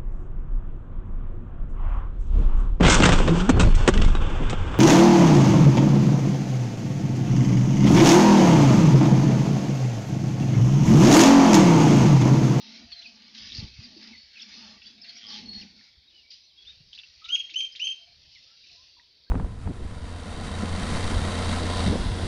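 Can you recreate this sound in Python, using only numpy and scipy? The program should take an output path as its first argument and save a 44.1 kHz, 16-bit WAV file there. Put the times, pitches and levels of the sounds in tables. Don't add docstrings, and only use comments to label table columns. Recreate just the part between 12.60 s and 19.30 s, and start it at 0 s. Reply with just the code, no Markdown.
import sys
import numpy as np
from scipy import signal
from scipy.fft import rfft, irfft
from scipy.io import wavfile
from scipy.ndimage import uniform_filter1d

SR = 44100
rng = np.random.default_rng(int(sys.argv[2]) if len(sys.argv) > 2 else 0)


def store_pcm(level_fs):
    pcm = np.round(np.clip(level_fs, -1, 1) * 32767).astype(np.int16)
    wavfile.write(sys.argv[1], SR, np.atleast_2d(pcm).T)


N = 295470
T = np.arange(N) / SR

# (frequency [Hz], relative density [dB])
CHAFF_SPECTRUM = [(880, -39), (1500, -22), (1550, -18), (2390, -10.5), (2570, 0), (3410, 0), (4250, 5),
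                  (4660, 4.5), (4970, 4.5), (5770, -2.5), (6710, -21), (8720, -34.5), (14800, -120)]


def chewing():
    # (start [s], length [s], start level [dB], end level [dB], relative stalks [dB])
    bites = [(0, 0.19, -54, -49, -7), (0.298, 0.14, -60, -53.5, -7), (0.75, 0.28, -44.5, -44.5, -12),
             (1.15, 0.075, -57.5, -49, -9), (1.41, 0.1, -52.5, -53, -5), (1.738, 0.083, -57.5, -49, -8),
             (1.891, 0.21, -47.5, -49.5, -8), (2.222, 0.052, -61, -50, -11), (2.445, 0.19, -51, -50, -8),
             (2.69, 0.09, -44, -42, -11.5), (2.934, 0.092, -50.5, -49.5, -9.5),
             (3.162, 0.11, -59.5, -56.5, -8.5), (3.492, 0.095, -67, -58, -34), (3.712, 0.03, -50, -51, -21),
             (3.953, 0.15, -71, -55, -9.5), (4.331, 0.091, -51.5, -58, -21)]
    # (time [s], level [dB], relative stalks [dB])
    rummage = [(0, -53.5, -11), (.7, -54.5, -11), (1.4, -54, -14.5), (1.65, -58, -8.5), (2.9, -58.5, -7.5),
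               (3.45, -68, -5.5), (3.9, -66.5, -19.5), (4.3, -60.5, -14), (4.6, -56.5, -11),
               (5.55, -62, -8.5), (5.75, -53, -26), (5.95, -59, -12.5), (6.09, -53, -21.5),
               (6.7, -70.5, -9.5)]
    # (frequency [Hz], relative density [dB])
    stalk_spectrum = [(400, -34.5), (1080, -19.5), (1400, -6.5), (1800, 0), (2300, 5.5), (3000, -17.5),
                      (4000, -15)]
    bite_gains = bouts(bites, T, rise_s=0.009, fade_db_per_s=141.5)
    bite_stalk_db = np.transpose(bites)[-1, :, None]
    rummage_db, rummage_stalk_db = curves(rummage, T)
    chaff_gain = power_sum([*bite_gains, amp(rummage_db)])
    stalk_gain = power_sum([*bite_gains * amp(bite_stalk_db), amp(rummage_db + rummage_stalk_db)])
    rustle = patchy(coloured(rng.standard_normal(N), CHAFF_SPECTRUM), depth_db=4.5)
    crunch = patchy(coloured(crackle(per_s=1100, spread_db=6, t60_s=0.027), CHAFF_SPECTRUM), depth_db=4)
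    stalks = coloured(crackle(per_s=3200, spread_db=2.5, t60_s=0.031), stalk_spectrum)
    stalks = patchy(stalks, depth_db=4.5)
    crunch_share = 0.26
    chaff = np.sqrt(1 - crunch_share) * rustle + np.sqrt(crunch_share) * crunch
    return chaff_gain * chaff + stalk_gain * stalks


def snaps():
    # (time [s], level [dB], pitch [Hz])
    breaks = [(0.317, -37.5, 4400), (0.319, -43.5, 2130), (0.899, -34, 3460), (0.92, -32.5, 3500),
              (0.942, -35, 4550), (0.95, -32, 4540), (0.9682, -29, 4570), (0.977, -32.5, 4660),
              (0.993, -28.5, 4350), (2.218, -41.5, 2880), (3.237, -46, 4900), (3.7068, -47, 5000),
              (4.3309, -37.5, 3200), (4.35, -35.5, 4000), (4.377, -38.5, 2820), (4.3885, -38, 3460),
              (4.3978, -41.5, 2660), (4.4342, -40, 2800), (6.638, -51, 4400)]
    attack_s, t60_s = 0.0006, 0.016
    out, t = np.zeros(N), T[:3000]
    envelope = amp(-60 * t / t60_s) * np.minimum(t / attack_s, 1)
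    for start_s, db, hz in breaks:
        burst = rng.standard_normal(len(t))
        body = band(burst, hz, width_hz=810) + 0.2 * coloured(burst, CHAFF_SPECTRUM)
        add(out, start_s, amp(db) * envelope * body)
    return out


def knocks():
    # (time [s], level [dB], pitch [Hz], t60 [s])
    blows = [(0.983, -21.5, 103, 0.066), (1.024, -25, 157, 0.046), (1.188, -24.5, 106, 0.037),
             (1.364, -43.5, 325, 0.11), (3.211, -48, 1810, 0.024), (4.203, -43, 140, 0.057),
             (4.701, -59.5, 320, 0.12), (4.919, -62, 324, 0.21), (6.397, -51, 1920, 0.044)]
    attack_cycles = 0.93
    out, t = np.zeros(N), T[:8000]
    for start_s, db, hz, t60_s in blows:
        ring = np.sin(2 * np.pi * hz * t) + 0.27 * band(rng.standard_normal(len(t)), hz, 0.39 * hz)
        add(out, start_s, amp(db - 60 * t / t60_s) * np.minimum(t * hz / attack_cycles, 1) * ring)
    return out


def near_bird():
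    # (start [s], length [s], top pitch [Hz], climb time [s], level [dB], dip delay [s],
    # dip depth [dB], cut before dip [dB], lead flick base level [dB], lead flick start [Hz])
    calls = [(4.682, 0.083, 3255, .017, -24.5, .035, 8, 6.5, -43, 3140),
             (4.935, 0.078, 3200, 0.018, -25, 0.019, 17, 5, -43, 2020),
             (5.191, .088, 3200, .024, -24, .047, 8, 3.5, -41, 2170)]
    # (pitch multiple, relative level [dB])
    overtones = [(2, -20), (3, -19)]
    # (length [s], level [dB], start [Hz],
    # middle [Hz], end [Hz])
    edge_rasps = [(0.014, -47, 3900, 4700, 5440), (0.014, -46, 5720, 4600, 4400)]
    # (delay [s], gain [dB])
    echoes = [(.004, -3.5), (0.015, -9), (.047, -8), (.058, -11.5)]
    low_hz, climb_hz = 1990, 492
    leap_s, drop_s, dip_width_s = 0.01, 0.01, 0.0042
    swell_db, leap_db, drop_db = 5.5, 27.5, 30
    lead_ahead_s, lead_length_s, lead_middle_hz, lead_end_hz = 0.041, 0.022, 3750, 2400
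    out, u = np.zeros(N), np.linspace(0, 1, num=17)
    for start_s, length_s, top_hz, climb_s, db, dip_s, dip_db, cut_db, lead_db, lead_start_hz in calls:
        t = np.linspace(0, length_s, num=90)
        leap, hold = np.minimum(t / leap_s, 1), np.minimum((length_s - t) / drop_s, 1)
        rising_hz = top_hz - climb_hz * np.exp(-np.maximum(t - leap_s, 0) / climb_s)
        hz = low_hz + leap * hold * (rising_hz - low_hz)
        shape_db = -swell_db * (1 - t / length_s) - leap_db * (1 - leap) ** 1.2
        shape_db -= drop_db * (1 - hold) ** 1.4
        shape_db -= dip_db * np.exp(-((t - dip_s) / dip_width_s) ** 2) + cut_db * (t < dip_s)
        contour = np.c_[start_s + t, hz, db + shape_db]
        add(out, *whistle(contour, flutter_db=1.4, hoarse_s=0.0018, overtones=overtones))
        lead_s, lead_hz = start_s - lead_ahead_s, (lead_start_hz, lead_middle_hz, lead_end_hz)
        lead = np.c_[lead_s + lead_length_s * u, glide(lead_hz, u), np.full_like(u, lead_db - 4)]
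        add(out, *whistle(lead, flutter_db=3, hoarse_s=0.005))
        add(out, lead_s, rasp(lead_length_s, lead_db - 4.5, *lead_hz))
        add(out, start_s, rasp(*edge_rasps[0]))
        add(out, start_s + length_s - drop_s, rasp(*edge_rasps[1]))
    highpass = signal.butter(4, 1700, "high", fs=SR, output="sos")
    return reverb(signal.sosfilt(highpass, out), tail_db=-6.5, t60_s=0.42, echoes=echoes)


def whistle(contour, flutter_db, hoarse_s=0, waver_hz=0, overtones=()):
    t = np.arange(contour[0][0], contour[-1][0], 1 / SR)
    hz, db = curves(contour, t)
    slope_hz_per_s = np.minimum(abs(np.gradient(hz)) * SR, 60000)
    hz = hz + (waver_hz + hoarse_s * slope_hz_per_s) * drift(0.0012, len(t))
    phase = 2 * np.pi * np.cumsum(hz) / SR
    tone = np.sin(phase) + sum(amp(level_db) * np.sin(k * phase) for k, level_db in overtones)
    fade = np.minimum(np.minimum(t - t[0], t[-1] - t) / 0.002, 1)
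    return t[0], np.sqrt(2) * tone * fade * amp(db + flutter_db * drift(0.007, len(t)))


def rasp(length_s, db, *hz):
    u = np.arange(0, 1, 1 / (length_s * SR))
    return amp(db) * band(rng.standard_normal(len(u)), glide(hz, u), width_hz=1800) * np.sin(np.pi * u)


def far_birds():
    # (time [s], length [s], start [Hz], middle [Hz], end [Hz], level [dB])
    notes = [(.315, 0.024, 4750, 4440, 4240, -42.5), (0.317, 0.04, 3650, 3270, 3100, -52),
             (0.36, .05, 4150, 4110, 4050, -48), (0.417, 0.018, 2300, 3000, 4100, -51),
             (0.434, 0.011, 4000, 3400, 2800, -52), (0.443, 0.028, 2690, 2600, 2340, -44.5),
             (0.461, .023, 5000, 4520, 4350, -45), (1.228, 0.043, 5370, 4700, 4740, -51),
             (1.512, 0.14, 4400, 4460, 4450, -52), (1.524, 0.046, 2400, 2090, 2020, -52),
             (1.756, 0.038, 2740, 2540, 2390, -51.5), (1.792, 0.023, 4400, 3300, 2620, -49),
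             (1.817, 0.018, 5650, 5300, 4300, -44), (1.814, .014, 3350, 3550, 3620, -45),
             (1.826, .009, 3600, 2850, 2250, -44), (2.237, 0.029, 2310, 3100, 3540, -57),
             (2.255, 0.034, 3440, 3430, 3580, -51), (2.257, 0.029, 4550, 4590, 4600, -51),
             (2.414, 0.014, 4900, 5250, 5300, -48), (2.426, 0.028, 5250, 4500, 4000, -50),
             (2.44, .027, 2785, 2734, 2660, -54), (2.482, 0.032, 4580, 4310, 4040, -47.5),
             (2.486, 0.025, 3470, 3240, 3210, -52), (2.554, 0.036, 5000, 5750, 5100, -47.5),
             (2.664, 0.026, 4850, 5050, 5380, -43), (2.686, .022, 5380, 4700, 3900, -44),
             (2.858, 0.155, 4350, 4338, 4330, -42), (3.001, .04, 5900, 5000, 4300, -53),
             (3.008, 0.028, 3600, 2800, 2200, -51), (3.472, 0.028, 3770, 3800, 3760, -61),
             (3.498, 0.034, 3760, 3300, 3000, -63), (3.53, 0.095, 3000, 2950, 2700, -62),
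             (3.63, 0.1, 2330, 2290, 2550, -68), (3.703, .016, 4600, 4850, 5200, -49),
             (3.722, .024, 4550, 4800, 5050, -49), (3.832, .048, 5800, 5750, 4400, -63),
             (3.878, 0.055, 4300, 3350, 3050, -65), (3.974, 0.068, 3290, 3345, 3380, -52),
             (4.048, 0.018, 2350, 3000, 3400, -54), (4.064, 0.053, 3370, 3700, 3720, -48.5),
             (4.616, .14, 1256, 1375, 1500, -58), (5.121, 0.025, 5280, 4860, 5920, -49),
             (5.38, 0.15, 674, 682, 690, -71.5), (5.755, 0.03, 2400, 2050, 1930, -55),
             (5.865, .1, 1270, 1340, 1400, -76), (0.2, .35, 695, 690, 685, -72),
             (2.36, .32, 680, 695, 690, -72), (6.664, .04, 1520, 1620, 1740, -72),
             (6.036, 0.018, 2520, 2440, 2400, -58.5), (6.092, 0.012, 2820, 2520, 2300, -58),
             (6.097, 0.073, 720, 699, 674, -73.5), (6.152, .1, 966, 1025, 1027, -74.5),
             (6.367, 0.051, 1000, 948, 1003, -67.5)]
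    # (time [s], level [dB], pulse rate [1/s])
    trill = [(2.567, -52, 107), (2.6, -58, 109), (2.64, -45.5, 109), (2.69, -52.5, 109), (2.762, -43, 105)]
    # (frequency [Hz], width [Hz], relative level [dB])
    trill_modes = [(2170, 380, -7), (3250, 420, 9.5)]
    out, u = np.zeros(N), np.linspace(0, 1, num=17)
    for start_s, length_s, *hz, db in notes:
        swell_db = db - 8 * (1 - u) ** 8 - 6 * u ** 6
        contour = np.c_[start_s + length_s * u, glide(hz, u), swell_db]
        add(out, *whistle(contour, flutter_db=3.5, hoarse_s=0.001, waver_hz=30))
    t = np.arange(trill[0][0], trill[-1][0], 1 / SR)
    trill_db, pulses_per_s = curves(trill, t)
    pulses = np.diff(np.floor(np.cumsum(pulses_per_s) / SR), prepend=0)
    rolled = sum(amp(db) * band(pulses, hz, width_hz) for hz, width_hz, db in trill_modes)
    add(out, t[0], amp(trill_db) * unit_rms(rolled))
    return reverb(out, tail_db=-10, t60_s=0.3)


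def hum():
    # (start [s], length [s], start level [dB], end level [dB],
    # relative body level [dB], relative overtone level [dB])
    spells = [(0, 0.23, -57, -53.5, -12, -8.5), (0.435, 0.44, -67, -58.5, -9.5, -7),
              (0.927, 0.11, -63, -50.5, -1, -8.5), (1.208, 0.31, -57.5, -55, -10.5, -10),
              (1.785, 0.11, -69.5, -58.5, -16, -11), (1.956, 0.21, -55.5, -61.5, -9, -4.5),
              (2.267, 0.3, -62.5, -68, -5.5, -13.5), (2.659, 0.094, -62, -55.5, -3, -4.5),
              (2.795, 0.26, -49.5, -53, -8.5, -18), (3.131, 0.073, -64, -67, -3, -26)]
    # (time [s], pitch [Hz])
    pitch = [(0, 218.5), (2.6, 219.8), (3, 198.7), (3.4, 203)]
    # (pitch multiple, relative level [dB])
    partials = [(2, -9), (3.001, -1.5), (3.997, 4.5), (5.4, 1), (6.5, -5.5)]
    t = T[T < pitch[-1][0]]
    gains = bouts(spells, t, rise_s=0.046, fade_db_per_s=249.5)
    hz = curves(pitch, t)[0] * (1 + 0.024 * drift(0.056, len(t)))
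    noise = rng.standard_normal(len(t))
    overtones = sum(amp(db + 3.2 * drift(0.14, len(t))) * band(noise, k * hz, width_hz=22 * k)
                    for k, db in partials)
    body_db, overtone_db = np.transpose(spells)[-2:, :, None]
    line = power_sum(gains) * band(noise, hz, width_hz=48)
    body = power_sum(gains * amp(body_db)) * band(noise, 0.83 * hz, width_hz=220)
    out = np.zeros(N)
    add(out, 0, line + body + power_sum(gains * amp(overtone_db)) * unit_rms(overtones))
    return out


def wind():
    # (start [s], length [s], start level [dB], end level [dB])
    gusts = [(.15, 0.11, -80, -59), (.82, 0.23, -62.5, -48), (1.17, 0.074, -63, -59.5),
             (1.5, 0.073, -87, -72), (1.9, 0.29, -74, -72), (2.75, 0.24, -73.5, -56),
             (3.3, 0.067, -84, -74), (4.08, 0.2, -70.5, -66.5), (4.5, 0.021, -74, -68),
             (5.52, 0.16, -66, -69), (6.12, 0.087, -74, -74)]
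    # (frequency [Hz], relative density [dB])
    spectrum = [(12, -64.5), (20, -7), (76, 9), (108, -1), (220, -12.5), (334, -25.5), (500, -35),
                (650, -66.5), (1100, -120)]
    lull_db = -80
    gain = amp(lull_db) + power_sum(bouts(gusts, T, rise_s=0.044, fade_db_per_s=151.5))
    return gain * amp(2.7 * drift(0.023)) * coloured(rng.standard_normal(N), spectrum)


def far_air():
    # (frequency [Hz], relative density [dB])
    spectrum = [(15, -49.5), (25, -9), (81, -11.5), (266, -11.5), (377, -12.5), (876, -17), (1770, -27),
                (2510, -7), (2760, -37.5), (3100, -8.5), (4510, 2.5), (5440, -8.5), (6710, -49),
                (8720, -81.5), (14800, -120)]
    return amp(-61.5) * patchy(coloured(rng.standard_normal(N), spectrum), depth_db=4)


def reverb(x, tail_db, t60_s, echoes=()):
    t = T[:SR]
    tail = amp(-60 * t / t60_s) * rng.standard_normal(SR) * np.minimum(t / 0.019, 1)
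    response = amp(tail_db) * tail / np.linalg.norm(tail)
    response[0] = 1
    for delay_s, db in echoes:
        response[round(delay_s * SR)] += amp(db)
    return signal.oaconvolve(x, response)[:N]


def crackle(per_s, spread_db, t60_s):
    sizes = amp(spread_db * np.minimum(rng.exponential(1, N), 5)) * (rng.random(N) < per_s / SR)
    bursts = signal.oaconvolve(sizes, amp(-60 * T[:1500] / t60_s))[:N]
    return unit_rms(bursts * rng.standard_normal(N))


def patchy(x, depth_db):
    spectra = signal.stft(x, nperseg=512)[2]
    patches = uniform_filter1d(rng.standard_normal(spectra.shape), size=2, axis=0)
    patches = unit_rms(uniform_filter1d(patches, size=18, axis=1))
    gains = amp(depth_db * np.minimum(patches, 1.3))
    return unit_rms(signal.istft(spectra * gains, nperseg=512)[1][:len(x)])


def coloured(x, spectrum):
    hz, db = np.transpose(spectrum)
    bin_hz = np.fft.rfftfreq(len(x), 1 / SR)
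    gains = amp(np.interp(np.log(bin_hz + 1), np.log(hz + 1), db))
    return unit_rms(irfft(rfft(x) * gains, len(x)))


def resonate(x, hz, width_hz):
    carrier = np.exp(2j * np.pi * np.cumsum(hz * np.ones(len(x))) / SR)
    pole = np.exp(-np.pi * abs(width_hz) / SR)
    return 2 * (carrier * signal.lfilter([1 - pole], [1, -pole], x / carrier)).real


def band(x, hz, width_hz):
    return unit_rms(resonate(resonate(x, hz, width_hz), hz, width_hz))


def bouts(rows, t, rise_s, fade_db_per_s):
    start_s, length_s, from_db, to_db = np.transpose(rows)[:4, :, None]
    held_db = from_db + (to_db - from_db) * np.clip((t - start_s) / length_s, 0, 1)
    fade_db = fade_db_per_s * np.maximum(t - start_s - length_s, 0)
    return np.clip((t - start_s) / rise_s + 1, 0, 1) * amp(held_db - fade_db)


def drift(span_s, count=N):
    span = max(int(span_s * SR), 1)
    return unit_rms(uniform_filter1d(uniform_filter1d(rng.standard_normal(count), span), span))


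def glide(hz, u):
    return np.polyval(np.polyfit([0, 0.5, 1], hz, deg=2), u)


def curves(rows, t):
    times_s, *columns = np.transpose(rows)
    return [np.interp(t, times_s, column) for column in columns]


def add(mix, start_s, sound):
    part = mix[round(start_s * SR):][:len(sound)]
    part += sound[:len(part)]


def power_sum(gains):
    return np.sqrt(np.sum(np.square(gains), axis=0))


def unit_rms(x):
    return x / np.sqrt(np.mean(x ** 2) + 1e-20)


def amp(db):
    return 10 ** (np.asarray(db) / 20)


def scene():
    cattle = reverb(snaps(), tail_db=0, t60_s=0.035) + chewing() + knocks()
    return (cattle + near_bird() + far_birds() + hum() + wind() + far_air())[None]


def record(dry):
    roll_off_hz, high_band_hz, edge_hz = 7050, 9530, 15700
    high_band_db, hiss_db = -25, -89.5
    roll_off = signal.firwin(127, roll_off_hz, window=("kaiser", 8), fs=SR)
    band_limit = signal.firwin(511, edge_hz, window=("kaiser", 9), fs=SR)
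    low = signal.oaconvolve(dry, roll_off[None], "same")
    treble = dry[0] - low[0]
    high_band = resonate(resonate(treble, high_band_hz, width_hz=700), high_band_hz, width_hz=700)
    heard = low + amp(high_band_db) * high_band + amp(hiss_db) * rng.standard_normal(dry.shape)
    return signal.oaconvolve(heard, band_limit[None], "same")


dry = scene()
out = record(dry)
store_pcm(out)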